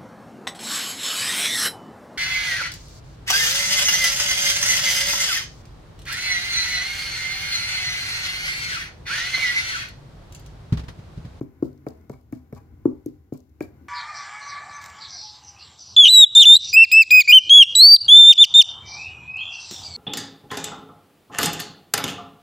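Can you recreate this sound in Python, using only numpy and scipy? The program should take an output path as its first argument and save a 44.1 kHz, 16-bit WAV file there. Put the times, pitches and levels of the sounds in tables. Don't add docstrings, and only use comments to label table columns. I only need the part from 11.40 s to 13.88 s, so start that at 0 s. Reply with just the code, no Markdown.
import sys
import numpy as np
from scipy import signal
from scipy.fft import rfft, irfft, next_fast_len
from scipy.io import wavfile
from scipy.ndimage import map_coordinates

SR = 44100
rng = np.random.default_rng(int(sys.argv[2]) if len(sys.argv) > 2 else 0)


def unload_wav(signal):
    wavfile.write(
        sys.argv[1],
        SR,
        np.round(np.clip(np.atleast_2d(signal).T, -1, 1) * 32767).astype(np.int16),
    )


def gain_from_decibels(decibels):
    exponent = np.asarray(decibels, float) / 20
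    return 10 ** exponent


N = 109544
T = np.arange(SR // 2) / SR
LEAD = 2000


def unit(x):
    return x / np.sqrt(np.mean(x ** 2) + 1e-20)


def along(points, hz):
    f, v = np.transpose(points)
    return np.interp(np.log(hz + 1), np.log(f + 1), v)


def wobble(rate):
    return map_coordinates(rng.standard_normal(600), [np.arange(N) * rate / SR])


def coloured(spectrum):
    return lambda hz: gain_from_decibels(along(spectrum, hz)) * (hz >= spectrum[0][0]) * (hz <= spectrum[-1][0])


# frequency in Hz, left-right likeness (0 to 1).
LIKENESS = [(60, 0.95), (300, 0.95), (1500, 0.15), (5000, 0.12)]


def noise(gain, n=N):
    m = next_fast_len(n)
    hz = np.fft.rfftfreq(m, 1 / SR)
    turn = np.arccos(np.clip(along(LIKENESS, hz), -1, 1)) / 2
    spectra = rfft(rng.standard_normal((2, m))) * gain(hz) * [np.cos(turn), np.sin(turn)]
    mid, side = irfft(spectra, m)[:, :n]
    return unit(np.array([mid + side, mid - side]))


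def narrow(bands):
    return sum(gain_from_decibels(db + 2.3 * wobble(3.35)) * noise(lambda f: 1 / (1 + (2 * (f - hz) / width) ** 2))
               for hz, width, db in bands)


def ring(hz, db, t60, rise_s, sag=0, turn=0):
    sag_s = 0.003
    turns = turn + hz * (T + sag * sag_s * (1 - np.exp(-T / sag_s)))
    return -gain_from_decibels(db - 60 * T / t60) * np.sin(2 * np.pi * turns) * (1 - np.exp(-(T / rise_s) ** 2))


def add(track, s, sound):
    i = round(s * SR) + LEAD
    track[..., i:i + sound.shape[-1]] += sound


# time in seconds, level in dB.
RUMBLE_LEVEL = [(0.0, -51), (0.14, -54.5), (0.25, -49.5), (0.36, -53.5), (0.98, -54.5), (1.08, -54.5),
                (1.36, -50), (1.57, -54), (1.81, -53), (1.96, -62.5), (2.18, -54.5), (2.35, -53.5),
                (2.48, -54)]
# frequency in Hz, density in dB per Hz.
HUM_COLOUR = [(18, -46), (30, -25), (58, 3.5), (86, 9), (107, -7), (180, -14.5), (230, -37), (400, -120)]
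# frequency in Hz, width in Hz, level in dB.
MOTOR_LINES = [(84.8, 32.5, -0.5), (136.8, 4.3, -8)]
# time in seconds, level in dB.
STIR_LEVEL = [(0.0, -69.5), (0.28, -67.5), (0.4, -68), (0.65, -66.5), (0.74, -75), (0.95, -71.5),
              (1.41, -69.5), (1.62, -71), (1.75, -73), (1.951, -78.5), (2.26, -70.5), (2.37, -66),
              (2.48, -64)]
# frequency in Hz, density in dB per Hz.
CLOTH_COLOUR = [(110, -48.5), (180, -10), (295, -6.5), (336, -11), (484, -19), (564, -25.5), (1090, -29),
                (2240, -34.5), (3000, -49.5), (3900, -73.5), (6600, -120)]
# frequency in Hz, width in Hz, level in dB.
CLOTH_HOLLOWS = [(246, 19, -69), (305.5, 17, -67.5), (784.4, 25, -79.5), (1013, 30, -85), (1466, 60, -82),
                 (2100, 220, -84.5)]
# frequency in Hz, density in dB per Hz.
AIR_COLOUR = [(2500, -7.5), (3300, -9.5), (4500, -10), (7400, -12), (8400, -20), (10000, -14.5),
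              (15000, -6.5), (15900, -14)]


def background():
    t = np.arange(N) / SR
    rumble_db = np.interp(t, *np.transpose(RUMBLE_LEVEL))
    stir_db = np.interp(t, *np.transpose(STIR_LEVEL))
    stir_db = stir_db - stir_db.mean()
    rumble = gain_from_decibels(rumble_db) * (gain_from_decibels(-2.5) * noise(coloured(HUM_COLOUR)) + narrow(MOTOR_LINES))
    rustle = gain_from_decibels(-60 + 0.9 * wobble(6.5)) * noise(coloured(CLOTH_COLOUR))
    cloth = gain_from_decibels(stir_db) * (rustle + narrow(CLOTH_HOLLOWS))
    hiss = gain_from_decibels(-77.5 + 0.5 * stir_db) * noise(coloured(AIR_COLOUR))
    return rumble + cloth + hiss


# frequency in Hz, t60 in seconds.
ROOM_DECAY = [(100, 0.35), (300, 0.087), (700, 0.4), (2000, 0.26), (8000, 0.27)]
# frequency in Hz, level in dB, t60 in seconds.
LOW_MODES = [(134.2, -3, 0.18), (253, 5.5, 0.22), (300.3, -9.5, 0.3), (389.3, -10, 0.42)]


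def room(x):
    wet_db, modes_db, gap_s = -8, -60.5, 0.014
    hz, t, z = signal.stft(rng.standard_normal((2, len(T))), SR, nperseg=256)
    fading = z * gain_from_decibels(-60 * t / along(ROOM_DECAY, hz)[:, None])
    tail = signal.istft(fading, SR, nperseg=256)[1][:, :len(T)]
    tail = gain_from_decibels(wet_db) * tail / np.linalg.norm(tail[0])
    tail = tail + sum(ring(hz, modes_db + db + rng.normal(0, 1.0), t60, 0.0053)
                      for hz, db, t60 in LOW_MODES)
    late = np.pad(x, (round(gap_s * SR), 0))
    return signal.fftconvolve(late[None], tail, axes=1)


# frequency in Hz, density in dB per Hz.
SKIN_COLOUR = [(1650, -21), (2800, -5.5), (3280, -7), (4550, -2), (6120, -5), (7330, -4), (8730, -13),
               (12800, -6), (15800, -10)]


def skin(n, tilt=lambda f: 1):
    return noise(lambda f: coloured(SKIN_COLOUR)(f) * tilt(f), n)


# start in seconds, peak in dB, brightest frequency in Hz, top end in dB,
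# t60 in seconds.
NAIL_TICKS = [(.0085, -51, 6500, -11, .005), (.018, -60, 5470, -11.5, .005), (0.2254, -48, 4900, -15, .006),
              (.256, -51, 4800, -12, 0.0054), (.3297, -58, 4400, -19, 0.0056),
              (0.3774, -57, 5400, -25, 0.0046), (0.4654, -53, 7350, -13, 0.0065),
              (0.486, -42, 4770, -16.5, 0.0068), (.506, -56, 5000, -23, 0.0091),
              (0.5749, -64, 5930, -9.5, .005), (.6117, -60, 5160, -17, .005),
              (0.6961, -44.5, 7430, -19, 0.0065), (0.7117, -55, 4910, -15, 0.0054),
              (0.718, -50.5, 4340, -13, 0.0066), (.8118, -59.5, 4840, -15, 0.0055),
              (0.9246, -43, 6800, -8.5, 0.0064), (.95, -54, 4560, -20, 0.0055),
              (1.1269, -47.5, 5570, -8, 0.005), (1.1497, -45.5, 5060, -17, 0.0047),
              (1.159, -53, 5500, -18, .005), (1.168, -59, 4600, -19, .01), (1.177, -59, 4900, -15, .015),
              (1.453, -54, 6660, -15, .006), (1.6605, -36.5, 6140, -6, 0.0051),
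              (1.9289, -51.5, 6800, -12, 0.0074), (1.9366, -51, 6640, -7, 0.017),
              (1.9745, -52, 7800, -13, 0.015), (2.0039, -51, 6440, -18, 0.0046),
              (2.0945, -60, 6000, -14, .005), (2.2062, -41, 7100, -15, 0.0062),
              (2.2264, -40.5, 4500, -11, .006), (2.247, -52.5, 4680, -12, .006)]


def nail():
    table_s, table_db = 0.0042, -10.5
    out, t = np.zeros((2, N + SR)), T[:4096]
    for s, db, hz, top_db, t60 in NAIL_TICKS:
        rise = 1 - np.exp(-t / 0.0003)
        ping = gain_from_decibels(-5.5 - 62 * t / t60) * np.sin(2 * np.pi * hz * t) * rise
        shape = gain_from_decibels(-60 * t / t60) * rise

        def tilt(f):
            top = np.where(f > 8500, gain_from_decibels(top_db + 17), 1)
            return top / (1 + (3300 / (f + 1)) ** 8)

        for late_s, loss_db in ((0, 0), (table_s, table_db)):
            burst = shape * skin(len(t), tilt)
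            burst = burst * np.linalg.norm(shape) / np.linalg.norm(burst[0])
            tick = ping * [[1], [-1]] + burst
            add(out, s + late_s, gain_from_decibels(db + 1.5 + loss_db) * tick)
    return out[:, LEAD:LEAD + N]


def clack(modes, db):
    spread = 0.08
    out = 0
    for hz, level, t60 in modes:
        struck_hz = hz * gain_from_decibels(rng.normal(0, 0.17))
        struck_db = db + level + rng.normal(0, 1.3, (2, 1))
        out = out + ring(struck_hz, struck_db, t60, 0.00099, turn=spread * rng.standard_normal((2, 1)))
    return out


# frequency in Hz, level in dB, t60 in seconds.
SHELL_MODES = [(808.5, -5.5, 0.052), (990, -2, 0.031), (1108, -3.5, 0.026), (1291, -10, 0.038)]
# frequency in Hz, level in dB, t60 in seconds.
HARD_MODES = [(1598, -15, 0.083), (1822, -5, 0.025), (2265, 0, 0.019), (2622, -16, 0.027)]


def shell(shell_db, hard_db):
    return clack(SHELL_MODES, shell_db) + clack(HARD_MODES, hard_db)


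# start in seconds, length in seconds, level in dB.
DRAGS = [
    (0.723, 0.024, -62.5),
    (1.155, 0.038, -60),
    (1.931, 0.033, -69.5),
]


def drags(out):
    for s, length, db in DRAGS:
        stroke = np.sin(np.pi * np.minimum(T / length, 1))
        grit = rng.standard_normal(len(T)) ** 3 * stroke / 10
        brush = signal.fftconvolve(grit[None], shell(db, db - 8.5), axes=1)[:, :len(T)]
        add(out, s, brush + gain_from_decibels(db - 5.5) * stroke * skin(len(T)))
        add(out, s, room(brush.mean(axis=0)))


def scuff(db, t60):
    rub = gain_from_decibels(db - 60 * T / t60 + 1.7 * wobble(200)[:len(T)]) * skin(len(T))
    return rub * (1 - np.exp(-T / 0.0081))


def thump(hz, upper_hz, upper_db, body_db, t60, rise_s, sag, hold_s):
    left, release_s, sink_s = gain_from_decibels(-11.5), 0.0013, 0.00029
    choke = left + (1 - left) / (1 + np.exp(np.minimum((T - hold_s) / release_s, 50)))
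    hollow = choke * (ring(hz, 0, t60, rise_s, sag) + ring(upper_hz, upper_db, 0.054, rise_s))
    body = ring(128, body_db, 0.094, rise_s)
    return np.pad(hollow + body, (round(sink_s * SR), 0))[:len(T)]


# start in seconds, peak in dB, pitch of the hollow in Hz, shell in dB, hardness in dB.
TAP_EVENTS = [
    (0.224, -8, 299.5, -27, -53),
    (0.465, -22, 305, -11, -22.5),
    (0.696, -24.5, 220, -14, -25),
    (0.925, -19.5, 282.4, -22, -26),
    (1.125, -29, 229, -14.5, -22),
    (1.454, -3, 294.4, -29, -55.5),
    (1.66, -19, 292.4, -38, -42.5),
    (1.922, -18.5, 274, -31, -43.5),
    (2.206, -18, 307.5, -17, -16),
]
# seconds, dB, Hz, dB, dB.
EARLY_TAP = (0.01, -20, 295, -22.5, -32.5)
# whole boot in dB, upper hollow in dB, scuff in dB,
# scuff t60 in seconds, hold in seconds.
LANDING = [(-6, -9, -63.5, .2, .012), (-20, -29, -59.5, 0.3, 0.01), (-10, -1.5, -60.5, 0.35, 0.0153),
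           (-6, -3, -65, 0.44, 0.013), (-11, -20, -61.5, 0.29, .016), (-2, -0.5, -65, 0.46, 0.012),
           (-22, -18, -69.5, 0.51, 0.011), (-15.5, -19.5, -65, 0.34, 0.012),
           (-10.5, -12, -62.5, 0.4, 0.0097), (-18, -10.5, -52, 0.22, 0.021)]
# sag of the hollow (share of pitch),
# rise in seconds, hollow t60 in seconds, upper hollow in Hz, heel shell in dB.
PRESSING = [(0.29, .0023, 0.062, 372, -4.5), (.28, .0025, .055, 393, -2), (0.25, 0.0026, .06, 414, 0.5),
            (0.19, 0.0021, 0.044, 413, -2.5), (-.2, .0028, 0.059, 380, -4), (0.62, 0.0028, 0.061, 421, 0),
            (0.4, 0.0029, 0.053, 340, -6.5), (0.48, 0.0028, 0.074, 407, -2),
            (0.36, 0.0022, 0.047, 390, 5.5), (0.31, 0.0029, .058, 370, 1)]
# frequency in Hz, level in dB, t60 in seconds.
HEEL_MODES = [(569, -1, .045), (635.4, -2, 0.066), (710, -1, 0.048)]


def taps(out):
    touch_s = 0.00045
    for tap, landing, pressing in zip([EARLY_TAP, *TAP_EVENTS], LANDING, PRESSING):
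        s, db, hz, shell_db, hard_db = tap
        body_db, upper_db, scuff_db, scuff_t60, hold_s = landing
        sag, rise_s, t60, upper_hz, heel_db = pressing
        deep = thump(hz, upper_hz, upper_db, body_db, t60, rise_s, sag, hold_s)
        hard = clack(HEEL_MODES, shell_db + heel_db) + shell(shell_db - 0.5, hard_db + 2)
        strike = gain_from_decibels(db + 3) * (deep + hard)
        add(out, s + touch_s, strike + scuff(scuff_db, scuff_t60))
        add(out, s + touch_s, room(strike.mean(axis=0)))


def boot():
    out = np.zeros((2, N + 2 * SR))
    taps(out)
    drags(out)
    return out[:, LEAD:LEAD + N]


# frequency in Hz, left over right in dB.
BALANCE = [(30, 0), (80, 1.5), (130, 1.5), (300, 3), (900, 2.5), (3000, 4), (6000, 6)]
# frequency in Hz, lead of the left port in radians.
PORT_LEAD = [(130, 0.088), (300, .55), (700, 0.74), (1500, .9), (2330, .55), (4100, 2.5), (9000, 3.7)]


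def scene():
    m = next_fast_len(N + 4096)
    hz, side = np.fft.rfftfreq(m, 1 / SR), np.array([[0.5], [-0.5]])
    low_cut = 1 / (1 + (35 / (hz + 1)) ** 6)
    ports = gain_from_decibels(side * along(BALANCE, hz)) * np.exp(1j * side * along(PORT_LEAD, hz)) * low_cut
    mix = background() + nail() + boot()
    return irfft(rfft(mix, m) * ports, m)[:, :N]


def band_limit(x):
    return signal.sosfilt(signal.butter(12, 16620, fs=SR, output="sos"), x)


def record(dry):
    return band_limit(dry)


dry = scene()
out = record(dry)
unload_wav(out)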